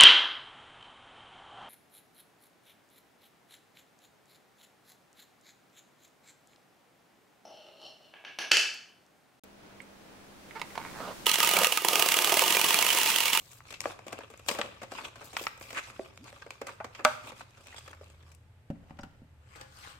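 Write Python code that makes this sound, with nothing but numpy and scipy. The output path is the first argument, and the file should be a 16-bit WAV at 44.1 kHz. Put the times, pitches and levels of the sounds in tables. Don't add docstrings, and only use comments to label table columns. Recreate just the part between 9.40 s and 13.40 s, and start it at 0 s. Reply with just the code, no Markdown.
import sys
import numpy as np
from scipy import signal
from scipy.fft import rfft, irfft
from scipy.io import wavfile
from scipy.ndimage import uniform_filter1d

SR = 44100
rng = np.random.default_rng(int(sys.argv[2]) if len(sys.argv) > 2 else 0)


def to_linear_factor(level_db):
    exponent = np.asarray(level_db, float) / 20
    return 10 ** exponent


def unload_audio(sound):
    columns = np.transpose(np.atleast_2d(sound))
    steps = np.round(np.clip(columns, -1, 1) * 32767)
    wavfile.write(sys.argv[1], SR, steps.astype(np.int16))


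N = 176400
T = np.arange(N) / SR


def unit(x):
    return x / np.sqrt(np.mean(x ** 2))


def shape(table, n):
    hz, db = np.array(table, float).T[:2]
    bins_hz = np.maximum(np.linspace(1, SR / 2, n), 1)
    return np.interp(np.log(bins_hz), np.log(np.maximum(hz, 1)), db)


def colour(x, table):
    cepstrum = irfft(shape(table, 2049) * np.log(10) / 20)
    cepstrum[1:2048] *= 2
    cepstrum[2049:] = 0
    h = irfft(np.exp(rfft(cepstrum)))
    h = h / np.sqrt(np.sum(h ** 2))
    return signal.fftconvolve(x, h[None] if x.ndim > 1 else h)[..., :N]


def ring(modes):
    t = T[:SR // 4]
    h = np.zeros(len(t))
    for k, (hz, db, t60_s) in enumerate(modes):
        h += (-1) ** k * to_linear_factor(db) * np.sin(2 * np.pi * hz * t) * 1000. ** (-t / t60_s)
    return h / np.sqrt(np.sum(h ** 2))


def resonate(x, hz, t60_s):
    r = 1000. ** (-1 / (t60_s * SR))
    w = 2 * np.pi * hz / SR
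    gain = 2 * np.sin(w) * np.sqrt(1 - r ** 2) / np.sqrt(2)
    return signal.lfilter([gain], [1, -2 * r * np.cos(w), r ** 2], x)


def pings(table, gain_db, t60_s):
    out, t = np.zeros(N + 2000), T[:2000]
    for s, db, hz in table:
        i = int(s * SR)
        decay = 1000. ** (-t / t60_s) * (1 - np.exp(-t * hz / 2))
        out[i:i + 2000] += to_linear_factor(db + gain_db) * np.sin(2 * np.pi * hz * t) * decay
    return out[:N]


def grit(spread_db):
    size_db = spread_db * np.minimum(rng.exponential(size=N), 5)
    return unit(rng.standard_normal(N) * to_linear_factor(size_db))


def walk(rate_hz):
    k = int(SR / rate_hz)
    steps = np.repeat(rng.standard_normal(N // k + 1), k)
    return 1.3 * uniform_filter1d(uniform_filter1d(steps, k), k)[:N]


def bursts(times_s, dbs, rise_s, falls_s):
    env = np.zeros(N)
    for s, db, fall_s in zip(times_s, dbs, falls_s):
        i = int(s * SR)
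        t = T[:min(N - i, 3000)]
        env[i:i + len(t)] += to_linear_factor(db) * (1 - np.exp(-t / rise_s)) * np.exp(-t / fall_s)
    return env


def place(mid, side):
    # f/Hz, left minus right/dB
    lean_table = [(100, -3), (500, -3), (2500, -9.5), (6000, -6), (12000, -5.5)]
    lean_db = shape(lean_table, N // 2 + 1) / 2
    return irfft(rfft(np.array([mid + side, mid - side])) * to_linear_factor(np.array([lean_db, -lean_db])), N)


def clockwork():
    s, db, thump_db = escapement_blows()
    ticks = ticks_and_tocks(s, db)
    grind, wheels = gear_train()
    tin = tin_shell()
    mid_shake, own_shake = [ticks * grit(1.25) + grind * grit(2) for _ in range(2)]
    # f/Hz, level/dB
    tin_side = [(700, -31), (1300, -13), (4400, -5.5), (15000, 2)]
    side = tin(.5 * mid_shake + own_shake)
    side = irfft(rfft(side) * to_linear_factor(shape(tin_side, N // 2 + 1)), N)
    thumps = bursts(s, db + thump_db + 1, 0.00078, np.full(len(s), 0.0036))
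    clear = plate_pings()
    mid = tin(mid_shake) + floor_boards(thumps + wheels) + clear + shell_rocking()
    return place(mid, side + 0.18 * np.roll(clear, 5))


def escapement_blows():
    # t/s, peak/dB, floor thump/dB re tick
    held_then_let_go = [(1.8666, -12.5, -9), (1.8933, -11, -20), (1.9146, -13.5, -42), (1.94, -11.5, -29),
                        (1.9563, -16.5, -26), (1.9844, -17, -3.5), (2.003, -14, -21), (2.0294, -11.5, -8.5),
                        (2.0467, -16.5, -13), (2.0728, -12, -13), (2.09, -14.5, -11), (2.112, -16, -11),
                        (2.136, -17.5, -1.5), (2.1677, -12.5, -7), (2.1873, -17, -3), (2.216, -21.5, 1),
                        (2.233, -12, -12), (2.2449, -12, -29), (2.2694, -14, -20), (2.3224, -15.5, -5.5),
                        (2.361, -22, -23), (2.3735, -15, -18), (2.4192, -29, 1), (2.4474, -16.5, 0),
                        (2.4846, -11, -13.5), (2.5314, -14.5, -9), (2.5555, -12.5, -14), (2.5945, -12.5, -3),
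                        (2.6233, -13.5, -13), (2.6599, -17.5, -4), (2.6872, -13, -29), (2.7189, -10, -27),
              (2.7412, -13, -30), (2.768, -12.5, -11), (2.7884, -13, -19), (2.8202, -14, -14),
              (2.8446, -13.5, -15), (2.8723, -14.5, -9.5), (2.8942, -18, -15), (2.9208, -13.5, -3.5),
              (2.9408, -16.5, -8), (2.97, -13.5, -4.5), (2.9929, -12.5, -12), (3.019, -14, -5),
              (3.038, -15.5, -16), (3.0607, -16.5, -7.5), (3.0794, -16, -38), (3.1048, -14.5, -14),
              (3.124, -15, -30), (3.1484, -14, -24), (3.168, -16, -9), (3.1934, -16, -9),
              (3.2135, -14, -29), (3.2425, -11.5, -17), (3.263, -17.5, -30), (3.2856, -13.5, -21),
              (3.306, -13.5, -16), (3.328, -14, -31)]
    # t/s, peak/dB
    away = [(3.343, -11.5), (3.367, -17), (3.3885, -12.5), (3.411, -15.5), (3.4243, -13.5), (3.4454, -15),
            (3.465, -15), (3.488, -15), (3.5028, -17.5), (3.5282, -14.5), (3.548, -16), (3.5719, -12.5),
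            (3.586, -16.5), (3.613, -13.5), (3.6321, -15.5), (3.658, -12.5), (3.674, -21), (3.7005, -13),
            (3.717, -19.5), (3.7397, -23.5), (3.7601, -14.5), (3.784, -13), (3.8042, -17), (3.8341, -15.5),
            (3.856, -16.5), (3.88, -17.5), (3.9, -19), (3.9312, -12.5), (3.9495, -17), (3.9736, -12)]
    away_thump_db = -16
    return np.array(held_then_let_go + [(*row, away_thump_db) for row in away], float).T


def ticks_and_tocks(s, db):
    tick_db, tock_db, rise_s, tick_fall_s, tock_fall_s = 6.5, -2.5, 0.00078, 0.0014, 0.0033
    scrape_db, scrape_s, stall_s = -6.5, 0.0026, 0.066
    before_s, after_s = np.diff(s, prepend=0), np.diff(s, append=T[-1])
    tock = (before_s > after_s) & (before_s < stall_s)
    blows = bursts(s, db + np.where(tock, tock_db, tick_db), rise_s, np.where(tock, tock_fall_s, tick_fall_s))
    slide_db = db + scrape_db + np.where(tock, tock_db, -7)
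    scrapes = bursts(T[-1] - s[1:], slide_db[1:], rise_s, np.full(len(s) - 1, scrape_s))[::-1]
    return blows + scrapes


def gear_train():
    # t/s, grind level/dB, wheel rumble level/dB
    gears = [(1.858, -31.5, -61), (2.0, -30.5, -45), (2.26, -31, -38), (2.31, -35.5, -42.5),
             (2.37, -32.5, -53), (2.43, -40.5, -44), (2.5, -33.5, -35.5), (2.6, -31.5, -34.5),
             (2.9, -32.5, -35), (3.1, -29.5, -35), (3.5, -30.5, -38.5), (4.0, -30.5, -48.5)]
    s, grind_db, wheel_db = np.array(gears, float).T
    on = T > s[0]
    grind = on * to_linear_factor(np.interp(T, s, grind_db) + 0.5 + 2 * walk(120))
    wheels = on * to_linear_factor(np.interp(T, s, wheel_db) + 2 * walk(60))
    return grind, wheels


def tin_shell():
    # f/Hz, level/dB
    tin_colour = [(600, -54), (950, -3.5), (1220, -3.5), (1400, -9), (1900, -6.5), (2900, 0), (3900, -7.5),
                  (15500, -14)]
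    # f/Hz, level/dB
    shell_modes = [(2050, -9), (2250, -.5), (2450, -5), (2700, -7), (2895, -1), (2975, -2), (3340, -7),
                   (3600, -11), (4220, -11)]
    # f/Hz, level held/dB, level free/dB
    belly_modes = [(915, -32, -25), (1150, -19, -27), (1242, -12, -22), (1720, -25, -26)]
    shell_db, shell_t60_s, belly_t60_s = -17.5, .04, .065
    sway_db, sway_hz = 3.5, 40
    modes = [(hz, db + shell_db, shell_t60_s) for hz, db in shell_modes]
    for hz, held_db, free_db in belly_modes:
        modes.append((hz, np.interp(T, [2.6, 3.2], [held_db, free_db]), belly_t60_s))
    modes = [(hz, t60_s, to_linear_factor(db + sway_db * walk(sway_hz))) for hz, db, t60_s in modes]

    def tin(x):
        return colour(x, tin_colour) + sum(resonate(gain * x, hz, t60_s) for hz, t60_s, gain in modes)
    return tin


def floor_boards(envelope):
    # f/Hz, level/dB
    board_colour = [(90, -29), (150, -14), (273, -11), (330, 3.5), (550, 2), (1230, 3.5), (1400, -11),
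                    (2600, -8.5)]
    return colour(envelope * grit(2.7), board_colour)


def plate_pings():
    # t/s, peak/dB, f/Hz
    plates = [(1.8658, -10.5, 3000), (1.8943, -34, 3290), (1.9147, -21, 3070), (1.9387, -22, 2900),
              (1.9576, -20, 2980), (2.0748, -17, 2970), (2.1651, -11, 2300), (2.3223, -11, 2880),
              (2.3747, -22, 2750), (2.448, -24, 2850), (2.5957, -23, 2840), (2.6221, -16, 2900),
              (2.6865, -23, 2880), (2.7688, -21, 2880), (2.7882, -24, 2250), (2.895, -19, 3040),
              (2.9723, -13, 2050), (2.9923, -28, 2920), (3.1245, -14.5, 2890), (3.1694, -10, 2400),
              (3.2133, -17, 2450), (3.2437, -17, 2940), (3.305, -17, 3060), (3.3879, -21, 2890),
              (3.4263, -14, 2260), (3.4477, -17, 2920), (3.4886, -14, 3100), (3.5036, -9.5, 2990),
              (3.6128, -10.5, 2930), (3.7416, -17, 3070), (3.759, -21, 2880), (3.8034, -14, 2900),
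              (3.8553, -16, 2950), (3.8807, -15, 2310), (3.9316, -15, 3080), (3.9511, -12, 2840)]
    return pings(plates, -4, 0.025)


def shell_rocking():
    # t/s, peak/dB, f/Hz
    rocks = [(2.072, -33, 565), (2.111, -28, 778), (2.164, -16.5, 570), (2.177, -16, 780),
             (2.187, -17, 564), (2.211, -17, 520), (2.217, -15, 560), (2.231, -23, 520),
             (2.267, -18.5, 501), (2.32, -30, 780), (2.446, -28, 412), (2.509, -22, 533), (2.531, -15, 514),
             (2.595, -26, 620), (2.621, -32, 544), (2.766, -19, 415), (2.92, -15.5, 636), (2.94, -32, 466),
             (2.97, -16.5, 640), (3.018, -16.5, 530), (3.06, -22, 540), (3.104, -19, 324),
             (3.149, -19, 535), (3.241, -19, 331), (3.324, -27, 355), (3.57, -23.5, 620), (3.657, -25, 738)]
    return pings(rocks, 4.5, 0.019)


def handling():
    out = knocks() + rubs()
    return place(out, 0.02 * np.roll(out, 9))


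def knocks():
    # t/s, peak/dB, f/Hz
    knock_table = [
        (0.402, -40, 2170),
        (.417, -50.5, 8250),
        (1.108, -39, 2100),
        (1.196, -35.5, 804),
        (1.215, -26.5, 2180),
        (1.304, -41.5, 2160),
        (1.354, -33.5, 1290),
        (1.377, -29.5, 1030),
    ]
    # f/Hz, level/dB
    knock_body = [(500, -9), (800, 8), (1100, -0.5), (2100, -4), (3300, -4.5), (5500, -13.5), (15000, -31)]
    rise_s, fall_s, ring_t60_s = 0.00041, 0.004, 0.009
    ping_below_db, tone_db = -36, -8
    out = np.zeros(N)
    for s, db, hz in knock_table:
        hit = bursts([s], [db], rise_s, [fall_s]) * grit(0.97)
        tone = signal.fftconvolve(hit, ring([(hz, 0, ring_t60_s)]))[:N]
        if db < ping_below_db:
            out += tone
        else:
            out += colour(hit, knock_body) + to_linear_factor(tone_db) * tone
    return out


def rubs():
    # start/s, length/s, level/dB, slip rate/Hz (negative: pulses inverted), centre f/Hz
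    rub_table = [
        (1.151, 0.04, -41, 399, 926),
        (1.343, 0.19, -47.5, 80, 980),
        (1.535, 0.1, -44.5, 150.5, 780),
        (1.594, 0.14, -38.5, -6, 553),
        (2.132, 0.12, -33.5, 220, 660),
    ]
    ring_t60_s, slope_db_per_octave, bright_gain = .007, -7, .3
    out = np.zeros(N)
    for s, length_s, db, rate_hz, hz in rub_table:
        phase = np.cumsum(rate_hz * to_linear_factor(2 * walk(150))) / SR
        slips = np.diff(np.floor(phase), prepend=0) * to_linear_factor(1.5 * rng.standard_normal(N))
        slips = slips + .03 * rng.standard_normal(N)
        body = ring([(hz * k, slope_db_per_octave * abs(np.log2(k)), ring_t60_s) for k in (.55, .8, 1, 1.5, 2.3)])
        bright = colour(slips, [(150, -19), (350, 7.0), (1500, -1), (4500, -4.0), (9000, -34)])
        sound = unit(signal.fftconvolve(slips, body)[:N] + bright_gain * bright)
        u = np.clip((T - s) / length_s, 0, 1)
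        stroke = np.sqrt(np.abs(np.sin(np.pi * u))) * (u < 1)
        out += to_linear_factor(db + 2 * walk(70)) * stroke * sound
    return out


def reverberate(near):
    tail_db, t60_s = -14.5, 0.17
    t = T[:SR // 2]
    own, shared = rng.standard_normal((2, len(t))), rng.standard_normal(len(t))
    tail = shared + signal.lfilter([1, -1], [1, -.8], own - shared)
    tail = signal.lfilter([1], [1, -.5], tail) * 1000. ** (-t / t60_s) * (t > .003)
    tail = tail / np.sqrt(np.sum(tail[0] ** 2))
    return near + to_linear_factor(tail_db) * signal.fftconvolve(near, tail, axes=1)[:, :N]


def background():
    # t/s, level/dB
    hiss_level = [
        (.05, -66.5),
        (1.0, -60),
        (1.28, -54),
        (1.62, -49.5),
        (1.85, -51),
    ]
    s, db = np.array(hiss_level).T
    creep_db = np.interp(T, s, db)
    return room_tone(creep_db - creep_db[0]) + whines() + hiss(creep_db)


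def room_tone(rise_db):
    # f/Hz, level/dB
    tone_colour = [(20, -24.5), (60, -21), (200, -12), (300, -8.5), (700, -11), (2500, -19.5), (6000, -30),
                   (15500, -66)]
    level_db, rise_share = -54, .25
    rumble = signal.lfilter([.035], [1, -.985], rng.standard_normal(N))
    tone = unit(colour(rng.standard_normal((2, N)) + rumble, tone_colour))
    return tone * to_linear_factor(level_db + walk(10.3) + rise_share * rise_db)


def whines():
    # f/Hz, rms/dB
    whine_table = [(199.2, -62), (2460, -81), (8253, -92), (11041, -83), (15612, -87)]
    out = np.zeros(N)
    for hz, db in whine_table:
        t = T + 0.00023 * walk(8.95) * (hz < 1000)
        out += to_linear_factor(db + 0.7 * walk(10.6)) * np.sqrt(2) * np.sin(2 * np.pi * hz * t)
    return out


def hiss(creep_db):
    # f/Hz, level/dB
    hiss_tilt = [(300, -7.5), (7400, -20.5), (15500, -27)]
    return colour(rng.standard_normal((2, N)), hiss_tilt) * to_linear_factor(creep_db + 4)


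def scene():
    high_pass = signal.butter(2, 135, "high", fs=SR, output="sos")
    near = signal.sosfilt(high_pass, clockwork() + handling())
    duck_db = -16.5 * np.interp(T, [1.86, 1.9, 2.5, 3.0], [0.063, 1, 0.75, 0.37])
    return reverberate(near) + background() * to_linear_factor(duck_db)


def band_limit(x):
    return signal.sosfilt(signal.butter(12, 17000, fs=SR, output="sos"), x)


def record(dry):
    start_s, pop_db, top_hz = 0.036, -48, 15750
    pop = bursts([start_s], [pop_db], 0.0002, [.006]) * rng.standard_normal((2, N))
    low_pass = signal.ellip(10, .2, 60, top_hz, fs=SR, output="sos")
    mix = signal.sosfilt(low_pass, (dry + pop) * (T > start_s))
    return band_limit(mix)


dry = scene()
out = record(dry)
unload_audio(out)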